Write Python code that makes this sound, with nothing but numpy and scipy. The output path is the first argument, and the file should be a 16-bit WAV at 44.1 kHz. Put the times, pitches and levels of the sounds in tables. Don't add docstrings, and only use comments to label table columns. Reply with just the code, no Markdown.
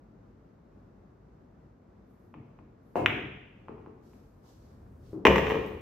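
import sys
import numpy as np
from scipy import signal
from scipy.fft import rfft, irfft, next_fast_len
from scipy.io import wavfile
from scipy.ndimage import uniform_filter1d

SR = 44100
rng = np.random.default_rng(int(sys.argv[2]) if len(sys.argv) > 2 else 0)


def file_out(sig):
    cols = np.atleast_2d(sig).T
    lim = np.clip(cols, -1, 1)
    pcm = np.round(lim * 32767).astype(np.int16)
    wavfile.write(sys.argv[1], SR, pcm)


N = 256220

CUE_S, CLICK_S, LIP_S = 2.9568, 3.0607, 5.131
TABLE_LAG_S = .0098

# freq_hz, level_db
HUSH_EQ = [(12, -41.5), (20, -10.5), (38, -6.5), (58, 0), (74, -10), (96, -3.5), (168, -6.5), (198, -4),
           (780, -20), (1330, -26), (3160, -45.5), (6180, -49), (10200, -60), (12400, -54), (16000, -69)]
# start_s, hold_s, brush_db, sheen_db, fade_db_per_s,
# brush_cutoff_hz
SWISHES = [(2.03, .24, -95, -86, 110, 12000), (2.8, .14, -92, -84, 200, 12000),
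           (4.0, .14, -76, -80, 29, 12000), (4.42, .09, -68, -79, 65, 9500),
           (4.58, .17, -83, -95, 90, 9500), (5.0, .085, -68, -105, 85, 5500)]
# freq_hz, level_db
BRUSH_EQ = [(800, -25), (2800, -6), (4200, -1), (5800, 0), (8000, -5), (10300, -18), (12500, -8),
            (15500, -22)]
# freq_hz, level_db
SHEEN_EQ = [(2000, -30), (6000, -15), (8500, -9), (11000, -2), (12700, 0), (14200, -11), (15500, -16)]
# start_s, tap_db, hardness_db, bed_hum_db, room_send_db
FAR_KNOCKS = [(2.3412, -38.5, 6, -47, -2.5), (2.5895, -45.5, 3, -56, -4), (3.684, -32.5, -4, -50, -1),
              (3.781, -46.5, -1, -57, 0), (3.862, -40.5, -11, -57, -1), (4.134, -52, 7, -64, -1)]
# freq_hz, level_db
TAP_EQ = [(100, -18), (500, -2.5), (750, 9), (1100, 7.5), (1500, -3), (2400, -15), (3300, -26), (4500, -34),
          (9000, -45), (15000, -49)]
# pitch_hz, level_db, t60_s
CUE_WOOD_MODES = [(1160, -25, .03), (1750, -28, .025), (1880, -29, .025), (2180, -26, .03),
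                  (2400, -31, .025)]
# freq_hz, level_db
THUD_EQ = [(40, -20), (110, -5), (250, -3), (360, 3), (440, 2.5), (540, -12), (900, -25), (2000, -51.5),
           (6000, -74.5)]
# pitch_hz, level_db, t60_s
BED_MODES = [(68, -8, .6), (105, 0, .7), (123, -4, .8), (142, -1, .8), (198, -5, .6), (234.9, -2, .5),
             (285.5, -1, .4), (315, 0, 0.36)]
# freq_hz, level_db
TIP_EQ = [(50, -38), (140, -13), (260, -8), (400, -3), (560, -2.5), (730, 0), (1000, -7), (1500, -20),
          (2100, -25), (2650, -24), (3400, -39), (5000, -43), (9000, -44), (14000, -47)]
# pitch_hz, level_db, t60_s
SHAFT_MODES = [(390, -18.5, .22), (522, -25, .18), (727, -16.5, .17), (910, -20.5, .1), (1631, -41, .18),
               (2143, -37, .22), (2471, -39, .17), (2676, -34, .14)]
# freq_hz, level_db
CLICK_EQ = [(40, -50), (90, -32), (160, -17), (330, -14), (600, -19), (1000, -9.5), (1500, -4),
            (2400, -0.5), (3000, -5.5), (3500, -12), (3950, -25), (4400, -42), (5800, -35), (8000, -45),
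            (10300, -63), (13000, -35), (15500, -37.5)]
# freq_hz, level_db
RUMBLE_EQ = [(25, -26), (46, -8), (70, 0), (105, -2.5), (150, -8), (200, -26.5), (400, -21.5), (1000, -56)]
# freq_hz, level_db
SCUFF_EQ = [(150, -15), (450, -2), (700, 0), (1100, -6), (1800, -22), (4000, -40)]
# freq_hz, level_db
GRIND_EQ = [(40, -22), (110, -10), (188, 1), (240, -5), (320, 3), (410, 3), (540, -16), (730, -18),
            (1200, -30), (2000, -54), (6000, -76)]
# start_s, crack_db, knock_db, clunk_db
POCKET_HITS = [(5.2519, -2.5, -10, -16), (5.2548, -20, -16, -5), (5.2675, -2.5, -11, -13),
               (5.2816, -30, -26, -8), (5.2955, -30, -21, -16), (5.302, -28, -28, -10.5),
               (5.309, -34, -24, -12.5), (5.3255, -26, -22, -17), (5.343, -35, -30, -18),
               (5.3585, -12, -19, -26), (5.3675, -32, -22, -24), (5.3815, -13, -17, -19),
               (5.394, -34, -28, -20), (5.434, -36, -34, -23), (5.468, -19.5, -30, -34),
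               (5.5008, -21, -22, -32), (5.5075, -22, -18, -27), (5.519, -24, -22, -17),
               (5.545, -31, -25, -22), (5.556, -32, -24, -22), (5.572, -40, -34, -21),
               (5.648, -48, -42, -30), (5.72, -50, -44, -33)]
# freq_hz, level_db
CRACK_EQ = [(60, -32), (200, -16), (500, -9), (800, -2), (1150, 0.5), (1400, -2), (1900, 0.5), (2500, 1.5),
            (3050, -4), (3600, -14), (4500, -26), (5800, -20.5), (8000, -32), (10200, -43), (12500, -33),
            (15500, -30)]
# freq_hz, level_db
CHUTE_KNOCK_EQ = [(100, -30), (450, -10), (720, -2), (950, 0), (1200, -3), (1450, -12), (2200, -19),
                  (3500, -32), (6000, -55)]
# freq_hz, level_db
CLUNK_EQ = [(35, -50), (65, -19), (120, -22), (200, -6), (320, -3.5), (430, 2), (530, 1.5), (610, -7),
            (900, -11), (1500, -29), (4000, -72)]
# pitch_hz, level_db, t60_s
FRAME_MODES = [(67, -28, .5), (104.5, -33, .5), (139.5, -34, .7), (164, -33, .5), (196, -21, .4),
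               (246, -29, .35), (285, -24.5, .28), (316, -25, .25), (367, -24, .2), (435, -19, .31),
               (457, -19, .25), (537, -21, .3), (637, -26, .2), (763, -27, .16), (916, -27, .14),
               (1021, -34, .18), (1095, -32, .18), (1145, -32.5, .18), (1585, -31, .14), (1866, -27.5, .13),
               (1912, -24, .09), (2310, -30, .09), (2365, -33, .18), (2417, -24, .24), (2540, -32, .08),
               (2800, -33, .18), (2926, -33.5, .26), (3050, -37, .24)]
# freq_hz, t60_s
CAVITY_DECAY = [(100, 0.063), (500, .06), (2500, .045), (12000, .06)]
# freq_hz, level_db
CHATTER_EQ = [(60, -16.5), (150, 3), (230, -3), (330, 0), (460, 2), (620, -8), (1150, -8), (1500, -21),
              (2000, -22), (2800, -18), (3800, -28), (4600, -37), (6500, -38), (10000, -64), (13000, -40),
              (16000, -48)]
# start_s, level_db
RATTLE_TICKS = [(5.26, -25), (5.3255, -30), (5.3605, -26), (5.4925, -31), (5.6635, -36)]
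# freq_hz, level_db
TICK_EQ = [(2000, -25), (5000, -9), (8000, -9), (10200, -14), (13000, 0), (15500, -2)]
# freq_hz, t60_s
ROOM_DECAY = [(60, .7), (250, .92), (600, 0.75), (1000, .75), (1500, 0.83), (2700, 0.9), (4000, 0.8),
              (8000, .6), (14000, .42)]
# delay_s, left_db, right_db
EARLY_ECHOES = [(.0007, -16.5, -12.5), (.002, -13.5, -17.5), (.0036, -17.5, -28.5), (.0057, -5.5, -32),
                (0.0248, -22.5, -23), (.044, -22.5, -21)]
# freq_hz, correlation
STEREO_LIKENESS = [(60, 0.99), (200, .94), (380, .75), (700, -0.1), (1300, 0.19), (2400, 0.28),
                   (4400, 0.23), (8000, -.3), (10200, -.85), (12500, 0), (15000, 0)]
# freq_hz, left_minus_right_db
MIC_BALANCE = [(60, -0.7), (200, 1.9), (400, 3.5), (700, 4), (1200, -2), (2400, .8), (4500, -0.6),
               (15000, 0.3)]


def amp(db):
    return 10 ** (np.asarray(db) / 20)


def unit_rms(x):
    return x / np.sqrt(np.mean(x ** 2) + 1e-20)


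def curve(points, hz):
    freq_hz, value = np.transpose(points)
    return np.interp(np.log(hz + 1), np.log(freq_hz), value)


def add(mix, start_s, sound):
    part = mix[..., round(start_s * SR):][..., :sound.shape[-1]]
    part += sound[..., :part.shape[-1]]


def convolve(x, response):
    return signal.fftconvolve(np.atleast_2d(x), np.atleast_2d(response), axes=1)[:, :N]


def shade(x, hz):
    return signal.lfilter(*signal.butter(1, min(hz, SR / 3), fs=SR), x)


def pulse(eq, size=8192):
    log_gain = np.log(amp(curve(eq, abs(np.fft.fftfreq(size, 1 / SR)))))
    spectrum = np.exp(np.conj(signal.hilbert(log_gain)))
    wave = np.fft.ifft(spectrum).real[:size // 2]
    return wave / abs(wave).max()


def noise(eq):
    return unit_rms(convolve(rng.standard_normal(N), pulse(eq)))


def ring(modes, size=SR, rise_cycles=.8):
    hz, db, t60 = np.transpose(modes)[:, :, None]
    t = np.arange(size) / SR
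    attack = 1 - np.exp(-hz * t / rise_cycles)
    return (attack * amp(db - 60 * t / t60) * np.sin(2 * np.pi * hz * t)).sum(0)


def hits(times_s, levels_db, sound):
    track = np.zeros(sound.shape[:-1] + (N,))
    for start_s, gain in zip(times_s, amp(levels_db)):
        add(track, start_s, gain * sound)
    return track


def swell(start_s, rise_s, hold_s, fade_db_per_s):
    t = np.arange(N) / SR - start_s
    return np.clip(t / rise_s, 0, 1) * amp(-fade_db_per_s * np.maximum(t - hold_s, 0))


def diffuse(pair):
    size = pair.shape[1]
    a, b = rfft(pair)
    likeness = np.clip(curve(STEREO_LIKENESS, np.fft.rfftfreq(size, 1 / SR)), -1, 1)
    mid, side = a * np.sqrt((1 + likeness) / 2), b * np.sqrt((1 - likeness) / 2)
    return irfft(np.array([mid + side, mid - side]), size)


def tail(decay, build_s, build_cycles, size):
    reflections = diffuse(rng.choice([-1., 1.], (2, size)))
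    hz, t, bands = signal.stft(reflections, SR, nperseg=256)
    growth = 1 - np.exp(-np.outer(hz, t + build_s) / build_cycles)
    fade = amp(-60 * t / curve(decay, hz)[:, None])
    wave = signal.istft(bands * growth * fade, SR, nperseg=256)[1]
    wave *= 1 - np.exp(-np.arange(wave.shape[1]) / SR / build_s)
    return wave / np.sqrt(np.sum(wave ** 2) / 2)


def room(x):
    return convolve(x, tail(ROOM_DECAY, build_s=.003, build_cycles=3.5, size=SR))


def across_table(x, low_cut_hz=130):
    paths = np.zeros((2, SR // 10))
    paths[:, 0] = 1
    for delay_s, left_db, right_db in EARLY_ECHOES:
        add(paths, delay_s, amp([[left_db], [right_db]]))
    return convolve(x - shade(x, low_cut_hz), paths)


def on_table(x, room_db, shade_hz=2200):
    return across_table(shade(x, shade_hz)) + amp(room_db) * room(x)


def room_hush(level_db=-56, waver_db=-.64):
    size = next_fast_len(N, real=True)
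    white = diffuse(rng.standard_normal((2, size)))
    colour = amp(curve(HUSH_EQ, np.fft.rfftfreq(size, 1 / SR)))
    hush = irfft(rfft(white) * colour, size)[:, :N]
    drift = unit_rms(uniform_filter1d(uniform_filter1d(rng.standard_normal(N), size=6000), size=4000))
    return amp(level_db + waver_db * drift) * unit_rms(hush)


def swishes(rise_s=.07, grain_db=.5, brush_extra_fade_db_per_s=14):
    brush, sheen_gain = np.zeros((2, N)), np.zeros(N)
    rub = unit_rms(convolve(rng.standard_normal((2, N)), pulse(BRUSH_EQ)))
    for start_s, hold_s, brush_db, sheen_db, fade, cutoff_hz in SWISHES:
        soft_rub = shade(shade(rub, cutoff_hz), cutoff_hz)
        brush += amp(brush_db) * swell(start_s, rise_s, hold_s, fade + brush_extra_fade_db_per_s) * soft_rub
        sheen_gain += amp(sheen_db) * swell(start_s, rise_s, hold_s, fade)
    grain = unit_rms(uniform_filter1d(rng.standard_normal(N), size=800))
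    sheen = unit_rms(convolve(diffuse(rng.standard_normal((2, N))), pulse(SHEEN_EQ)))
    return amp(grain_db * grain) * (brush + sheen_gain * sheen)


def far_knocks(thud_db=-2, clack_db=-12):
    start_s, tap_db, hardness_db, bed_db, room_db = np.transpose(FAR_KNOCKS)

    def contact(level_db):
        tap = hits(start_s, level_db, pulse(TAP_EQ))
        clack = hits(start_s, level_db + clack_db + hardness_db, pulse(CLICK_EQ))
        wood = hits(start_s, level_db + hardness_db, ring(CUE_WOOD_MODES))
        return tap + shade(clack, hz=3500) + wood

    answer_s = start_s + TABLE_LAG_S
    thuds = hits(answer_s, tap_db + room_db + thud_db - hardness_db / 2, pulse(THUD_EQ))
    hum = hits(answer_s, bed_db, ring(BED_MODES))
    direct = across_table(shade(contact(tap_db) + thuds, hz=3000))
    return direct + room(contact(tap_db + room_db) + thuds) + hum


def cue_strike(level_db=-13.5):
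    strike = ring(SHAFT_MODES)
    add(strike, 0, pulse(TIP_EQ))
    return on_table(hits([CUE_S], [level_db], strike), room_db=2, shade_hz=1000)


def table_shudder(count=6, gap_s=.029, widening_s=.0103):
    thud_db, thud_fade_db_per_s = -26, 50
    hum_db, hum_fade_db_per_s = -39.5, 14
    k = np.arange(count)
    age_s = k * gap_s + k * (k - 1) / 2 * widening_s
    start_s = CUE_S + TABLE_LAG_S + age_s
    thuds = hits(start_s, thud_db - thud_fade_db_per_s * age_s, pulse(THUD_EQ))
    hum = hits(start_s, hum_db - hum_fade_db_per_s * age_s, ring(BED_MODES))
    return on_table(thuds, room_db=.8) + hum


def ball_click(level_db=-1):
    return on_table(hits([CLICK_S], [level_db], pulse(CLICK_EQ)), room_db=-6.3, shade_hz=8000)


def ball_roll(far_m=2.4, near_m=.14, level_at_1m_db=-63):
    distance_m = np.interp(np.arange(N) / SR, [CLICK_S, LIP_S], [far_m, near_m])
    envelope = swell(CLICK_S, rise_s=.05, hold_s=LIP_S - CLICK_S, fade_db_per_s=150)
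    return amp(level_at_1m_db) / distance_m * envelope * noise(RUMBLE_EQ)


def player_scuff(level_db=-63):
    envelope = swell(start_s=4.39, rise_s=.03, hold_s=.06, fade_db_per_s=200)
    return room(amp(level_db) * envelope * noise(SCUFF_EQ))


def pocket_lip(thud_db=-30, tap_db=-47, grind_db=-38.5):
    bump = hits([LIP_S], [thud_db], pulse(THUD_EQ)) + hits([LIP_S], [tap_db], pulse(TAP_EQ))
    grind = amp(grind_db) * swell(LIP_S, rise_s=.006, hold_s=.03, fade_db_per_s=115) * noise(GRIND_EQ)
    return on_table(bump + grind, room_db=-5)


def through_wood(wave, travel_at_1khz_s=.0022, low_hz=350, top_hz=3600, lead_s=.0004):
    hz = np.fft.rfftfreq(len(wave), 1 / SR)
    slowness = np.sqrt(1000 / np.clip(hz, low_hz, top_hz))
    delay_s = lead_s + travel_at_1khz_s * (slowness - slowness[-1])
    phase = 2 * np.pi * np.cumsum(delay_s) * hz[1]
    swept = irfft(rfft(wave) * np.exp(-1j * phase), len(wave)) * np.linspace(1, 0, len(wave))
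    return swept / abs(swept).max()


def pocket_drop(direct_db=.3, cavity_db=-2.8, room_db=-5.8, ring_room_db=-9.5):
    crack_to_ring_db, clunk_to_ring_db, ring_top_hz = -4.5, -3.5, 3600
    spread_db, detune = 2, .005
    crack, knock, clunk = through_wood(pulse(CRACK_EQ)), pulse(CHUTE_KNOCK_EQ), pulse(CLUNK_EQ)
    times_s, crack_db, knock_db, clunk_db = np.transpose(POCKET_HITS)
    hz, db, t60 = np.transpose(FRAME_MODES)
    contact = hits(times_s, crack_db, crack) + hits(times_s, knock_db, knock)
    contact += hits(times_s, clunk_db, clunk)
    drives = amp(crack_db + crack_to_ring_db) + amp(clunk_db + clunk_to_ring_db)
    ringing, hollow = np.zeros(N), np.zeros((2, N))
    for start_s, crack_gain, knock_gain, drive in zip(times_s, amp(crack_db), amp(knock_db), drives):
        bend, favour = rng.standard_normal((2, len(FRAME_MODES)))
        modes = np.transpose([hz * (1 + detune * bend), db + spread_db * favour, t60])
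        add(ringing, start_s, drive * ring(modes, size=SR // 2))
        cavity = tail(CAVITY_DECAY, build_s=.0004, build_cycles=1.5, size=4096)
        add(hollow, start_s, amp(cavity_db) * convolve(crack_gain * crack + knock_gain * knock, cavity))
    ringing = signal.sosfilt(signal.butter(4, ring_top_hz, fs=SR, output="sos"), ringing)
    direct = amp(direct_db) * shade(contact, hz=3000)
    reverb = room(amp(room_db) * contact + amp(ring_room_db) * ringing)
    return direct + ringing + hollow + reverb


def chute_run(bumps_per_s=500, spread_db=2, chatter_db=-37, rumble_db=-42.5, room_db=-1):
    fall_s, rise_s, hold_s = POCKET_HITS[0][0], .06, .28
    sizes = amp(spread_db * np.minimum(rng.exponential(1, N), 3)) * rng.choice([-1, 1], N)
    triggers = rng.random(N) < bumps_per_s / SR
    bumps = unit_rms(convolve(sizes * triggers, pulse(CHATTER_EQ)))
    chatter = amp(chatter_db) * swell(fall_s, rise_s, hold_s, fade_db_per_s=95) * bumps
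    rumble = amp(rumble_db) * swell(fall_s, rise_s, hold_s, fade_db_per_s=24) * noise(RUMBLE_EQ)
    return rumble + chatter + amp(room_db) * room(chatter)


def rattle_ticks():
    start_s, level_db = np.transpose(RATTLE_TICKS)
    return on_table(hits(start_s, level_db, pulse(TICK_EQ)), room_db=2, shade_hz=9000)


def scene():
    lead_in = room_hush() + swishes() + far_knocks()
    shot = cue_strike() + table_shudder() + ball_click() + ball_roll() + player_scuff()
    sinking = pocket_lip() + pocket_drop() + chute_run() + rattle_ticks()
    return lead_in + shot + sinking


def record(dry, low_cut_hz=40, high_cut_hz=15700):
    size = next_fast_len(N + SR, real=True)
    balance_db = curve(MIC_BALANCE, np.fft.rfftfreq(size, 1 / SR))
    colour = amp(np.array([balance_db, -balance_db]) / 2)
    heard = irfft(rfft(dry, size) * colour, size)[:, :N]
    heard = signal.sosfilt(signal.butter(6, low_cut_hz, "highpass", fs=SR, output="sos"), heard)
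    high_cut = signal.firwin(511, high_cut_hz, window=("kaiser", 9), fs=SR)
    return signal.oaconvolve(heard, high_cut[None], "same")


dry = scene()
out = record(dry)
file_out(out)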